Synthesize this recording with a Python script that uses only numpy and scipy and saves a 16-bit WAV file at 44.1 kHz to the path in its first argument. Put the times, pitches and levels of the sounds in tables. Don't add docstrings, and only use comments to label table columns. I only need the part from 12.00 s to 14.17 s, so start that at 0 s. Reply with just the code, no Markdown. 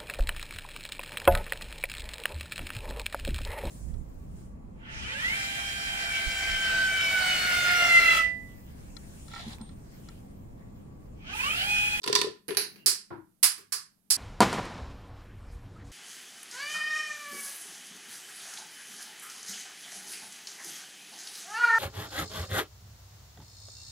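import sys
import numpy as np
from scipy import signal
from scipy.fft import rfft, irfft, next_fast_len
from scipy.io import wavfile
from scipy.ndimage import map_coordinates

SR = 44100
rng = np.random.default_rng(int(sys.argv[2]) if len(sys.argv) > 2 else 0)


def output_pcm(signal):
    pcm = np.clip(np.atleast_2d(signal).T, -1, 1) * 32767
    wavfile.write(sys.argv[1], SR, np.round(pcm).astype(np.int16))


def gain_from_decibels(decibels):
    exponent = np.asarray(decibels, float) / 20
    return 10 ** exponent


N = 95564

# start in seconds, cup level in dB, then basin boom, body and rim in dB over cup.
RATTLE = [(0.018, -45.5, -10.5, -10, -21.5), (0.0327, -33, -31, -5, -8),
          (0.0404, -23.5, -20.5, -0.5, -10.5), (.062, -34, 3, 6.5, 4.5), (0.0759, -23, -6, 7.5, -2.5),
          (.0815, -21.5, -7.5, -9.5, -17), (0.097, -32.5, 9, -2, -8.5), (0.1279, -12.5, -13, -2.5, -34),
          (0.1521, -8.5, -25.5, -4, -7), (.1597, -10.5, -21.5, -3, -18), (0.1881, -22.5, -8, -9, -17),
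          (0.2144, -15.5, -12, 1, -6), (0.244, -38, 11.5, 6.5, -13), (0.27, -48.5, 17, -31.5, -18.5),
          (0.347, -61, -11, 1, -5), (0.506, -35.5, 2, 11.5, -4), (0.548, -36.5, -19.5, 7, 3.5)]
# centre in Hz, width in Hz, level in dB.
CUP_SIDE = [(3300, 290, -1.5), (3600, 500, 4.5), (4550, 570, 6.5), (5100, 500, 6.5), (5627, 830, 3.5),
            (8130, 1500, -2.5)]
# centre in Hz, width in Hz, level in dB.
BASIN_BODY = [(999, 46, 14), (1400, 87, 4.5), (1789, 91, 8), (2592, 800, 2.5), (3440, 710, 2)]
# centre in Hz, width in Hz, level in dB.
RIM = [(8686, 2580, -2), (10980, 900, 2), (11640, 660, 1.5), (12640, 2500, -7)]
IN_BASIN = dict(direct_db=(2, 2), walls_db=-18, chatter_db=9, tail_db=2, build=.015)


def rattle_in_basin(out):
    for s, db, boom_db, body_db, rim_db in RATTLE:
        strike(out, s, db, CUP_SIDE, boom_db, BASIN_BODY, body_db, RIM, rim_db, -22.5, IN_BASIN)


# start in seconds, cup level in dB, then boom, body and rim in dB over cup.
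EDGE = [
    (0.482, -34.5, -5, -5.5, 9.5),
    (.488, -46, 16, 20, -2.5),
    (0.5701, -14.5, -18, -3.5, 3.5),
    (0.614, -35.5, -21.5, -7.5, -5),
    (0.759, -52, -3.5, 7.5, 1),
]
# centre in Hz, width in Hz, level in dB.
CUP_FLANK = [(3990, 530, 4.5), (4660, 500, 7.5), (5440, 940, 2.5), (6620, 550, -1)]
# centre in Hz, width in Hz, level in dB.
RIM_END_ON = [(9460, 1200, -1), (10460, 540, 5), (12100, 2700, -2.5)]
# centre in Hz, width in Hz, level in dB.
LIP = [(700, 100, 0), (955, 430, -2), (1540, 270, 6), (2420, 1100, 4), (3350, 770, -5.5)]
ON_EDGE = dict(direct_db=(2, 5), walls_db=2, chatter_db=7, tail_db=9, build=.02)


def knock_on_edge(out):
    for s, db, boom_db, body_db, rim_db in EDGE:
        strike(out, s, db, CUP_FLANK, boom_db, LIP, body_db, RIM_END_ON, rim_db, -15, ON_EDGE)


# start in seconds, cup level in dB, then flat crack, body and rim in dB over cup.
STAND = [
    (0.861, -10, -9.5, -35, 3.5),
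    (.897, -22.5, -7, -22, -8.5),
]
# centre in Hz, width in Hz, level in dB.
CUP_TOP = [(4140, 990, 0.5), (5070, 720, 6.5), (5770, 700, 4), (7880, 1800, 0.5)]
ON_STAND = dict(direct_db=(1, 6), walls_db=3, chatter_db=2, tail_db=12, build=.012)


def knock_on_stand(out):
    for s, db, crack_db, body_db, rim_db in STAND:
        strike(out, s, db, CUP_TOP, -31.5, LIP, body_db, RIM, rim_db, crack_db, ON_STAND)


# start in seconds, cup level in dB, then flat crack, tile and rim in dB over cup.
SKIPS = [
    (1.429, -11.5, -1, -20, 9),
    (1.576, -50, 4, 4, -10),
    (1.7214, -20, -7.5, -10, 3),
    (2.1023, -12, -10, -34, 4.5),
]
# centre in Hz, width in Hz, level in dB.
TILE = [(1110, 260, 6), (1720, 320, 5.5), (2300, 350, 1)]
ON_TILES = dict(direct_db=(-10, -4), walls_db=1, chatter_db=-2, tail_db=13.5, build=.006)


def skip_on_tiles(out):
    for s, db, crack_db, tile_db, rim_db in SKIPS:
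        boom_db = -56 - db
        strike(out, s, db, CUP_TOP, boom_db, TILE, tile_db, RIM, rim_db, crack_db, ON_TILES, body_order=2)


# centre in Hz, width in Hz, level in dB.
BOOM = [(120, 99, 10.5), (250, 240, 14), (412.1, 34.5, 30.5), (540, 22, -8)]


def strike(out, s, db, cup, boom_db, body, body_db, rim, rim_db, crack_db, spot, body_order=1):
    def colour(f):
        crack = (f / (850 ** 4 + f ** 4) ** .25) ** 4
        return causal(peaks(cup, f) ** 2,
                      gain_from_decibels(boom_db) * peaks(BOOM, f),
                      gain_from_decibels(body_db) * peaks(body, f) ** body_order,
                      gain_from_decibels(rim_db) * peaks(rim, f) ** 2,
                      gain_from_decibels(crack_db) * crack)

    add(out, s, gain_from_decibels(db + 10) * filtered(room(**spot), colour))


def cap():
    out = np.zeros((2, N))
    rattle_in_basin(out)
    knock_on_edge(out)
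    knock_on_stand(out)
    skip_on_tiles(out)
    return out


# centre in Hz, width in Hz, level in dB.
HEEL = [(118.3, 56, 9), (332, 20.4, 22.5), (940, 170, 8.5), (1400, 180, 3.5), (1990, 520, -11.5),
        (4640, 1000, 3)]


def heel():
    def soft(f):
        return causal(*[peaks([mode], f) / (1 + (f / 2000) ** 4) for mode in HEEL])

    out = np.zeros((2, N))
    push = room(direct_db=(-8, -8), walls_db=-2, chatter_db=1, tail_db=8, build=.018)
    add(out, 1.105, gain_from_decibels(-12) * filtered(push, soft))
    return out


# start in seconds, length in seconds, centre in Hz, width in Hz, level in dB.
SLIDES = [
    (.765, .1, 2800, 200, -63),
    (.53, .45, 190, 200, -62),
    (.58, .28, 14500, 4000, -66),
]


def scrape():
    out = 0
    for s, length, hz, width, db in SLIDES:
        progress = np.clip((np.arange(N) / SR - s) / length, 0, 1)
        noise = filtered(pair(N), lambda f: peaks([(hz, width, 0)], f) ** 2)
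        out = out + gain_from_decibels(db) * noise / noise.std() * np.sin(np.pi * progress)
    return out


# delay in seconds, left level in dB, right level in dB.
WALLS = [(.0016, -7, -9), (.0052, 0, 3), (.0068, -2, -7), (.0086, -2, -8), (.0125, -7, -6), (.0155, -5, -7),
         (.021, -7, -7)]
# frequency in Hz, time to fall 60 dB in seconds.
ROOM_T60 = [(150, .4), (500, 0.24), (1500, 0.32), (5000, 0.27), (10000, 0.24), (16000, 0.15)]


def room(direct_db, walls_db, chatter_db, tail_db, build):
    n = 3 * SR // 5
    hz, frame_s, bins = signal.stft(pair(n), SR, nperseg=256)
    decay = gain_from_decibels(-60 * frame_s / along(ROOM_T60, hz)[:, None])
    tail = signal.istft(bins * decay, SR, nperseg=256)[1][:, :n]
    t = np.arange(n) / SR
    spiky = gain_from_decibels(4.5 * np.exp(-t / .04) * rng.standard_normal((2, n)))
    tail = tail * (1 - np.exp(-t / build)) * spiky
    chatter_t60 = .023
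    chatter = pair(n) * gain_from_decibels(-60 * t / chatter_t60) * (1 - np.exp(-t / .001))
    out = tail / np.linalg.norm(tail[0]) * gain_from_decibels(tail_db)
    out += chatter / np.linalg.norm(chatter[0]) * gain_from_decibels(chatter_db)

    paths = [(0, *direct_db)] + [(s, left + walls_db, right + walls_db) for s, left, right in WALLS]
    luck = [[1, 1], *rng.standard_normal((len(WALLS), 2))]
    lag_s, place_db = .0006, 1.5
    for (s, *db), g in zip(paths, luck):
        at = [round((s + lag_s) * SR), round(s * SR)]
        out[[0, 1], at] += gain_from_decibels(np.add(db, place_db * (np.abs(g) - 1))) * np.sign(g)
    return out


# frequency in Hz, density in dB per Hz.
HISS = [(25, -10), (86, -13), (200, 2), (330, -16), (480, -19), (2000, -29.5), (7500, -28.5), (12000, -22),
        (16000, -33.5)]
# frequency in Hz, level in dB rms.
HUM = [(102.3, -82), (199.2, -79), (247.6, -88), (301.5, -86)]


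def stillness():
    hiss = filtered(pair(N), lambda f: gain_from_decibels(along(HISS, f)))
    t = np.arange(N) / SR

    def sway():
        return map_coordinates(rng.standard_normal(40), [t * 9])

    hum = sum(gain_from_decibels(db + 5.3 * sway()) * np.sin(2 * np.pi * hz * t + 0.84 * sway()) for hz, db in HUM)
    return gain_from_decibels(-72) * hiss / hiss.std() + hum


def pair(n):
    middle, b = rng.standard_normal((2, n))
    alike_hz = 500
    side = filtered(b, lambda f: np.sqrt(.15 + .85 * f ** 2 / (f ** 2 + alike_hz ** 2)))
    return np.array([middle + side, middle - side])


def peaks(table, f):
    return sum((-1) ** k * gain_from_decibels(db) * 1j * f * width / (hz * hz - f * f + 1j * f * width)
               for k, (hz, width, db) in enumerate(table))


def causal(*parts):
    power = sum(np.abs(p) ** 2 for p in parts)
    cepstrum = irfft(np.log(power + 1e-12) / 2)
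    half = len(cepstrum) // 2
    cepstrum[1:half] *= 2
    cepstrum[half + 1:] = 0
    return np.exp(rfft(cepstrum))


def filtered(x, response):
    n = x.shape[-1]
    m = 2 * next_fast_len(n // 2 + 4096)
    return irfft(rfft(x, m) * response(np.fft.rfftfreq(m, 1 / SR)), m)[..., :n]


def along(points, hz):
    f, v = np.transpose(points)
    return np.interp(np.log(hz + 1), np.log(f + 1), v)


def add(out, s, sound):
    i = round(s * SR)
    out[:, i:i + sound.shape[1]] += sound[:, :out.shape[1] - i]


def scene():
    return cap() + heel() + scrape() + stillness()


def band_limit(x):
    return signal.sosfilt(signal.butter(12, 16600, fs=SR, output="sos"), x)


# frequency in Hz, left over right in dB.
PORTS = [(60, 0), (350, 9), (700, -2.5), (3000, -3.5), (5000, -3), (10000, -12), (16000, -6)]


def record(dry):
    def ports(f):
        balance = along(PORTS, f) * np.array([[.5], [-.5]])
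        return gain_from_decibels(balance) / (1 + (f / 16250) ** 60)

    x = filtered(dry, ports)
    mix = x / (1 + np.abs(x) ** 6) ** (1 / 6)
    return band_limit(mix)


dry = scene()
out = record(dry)
output_pcm(out)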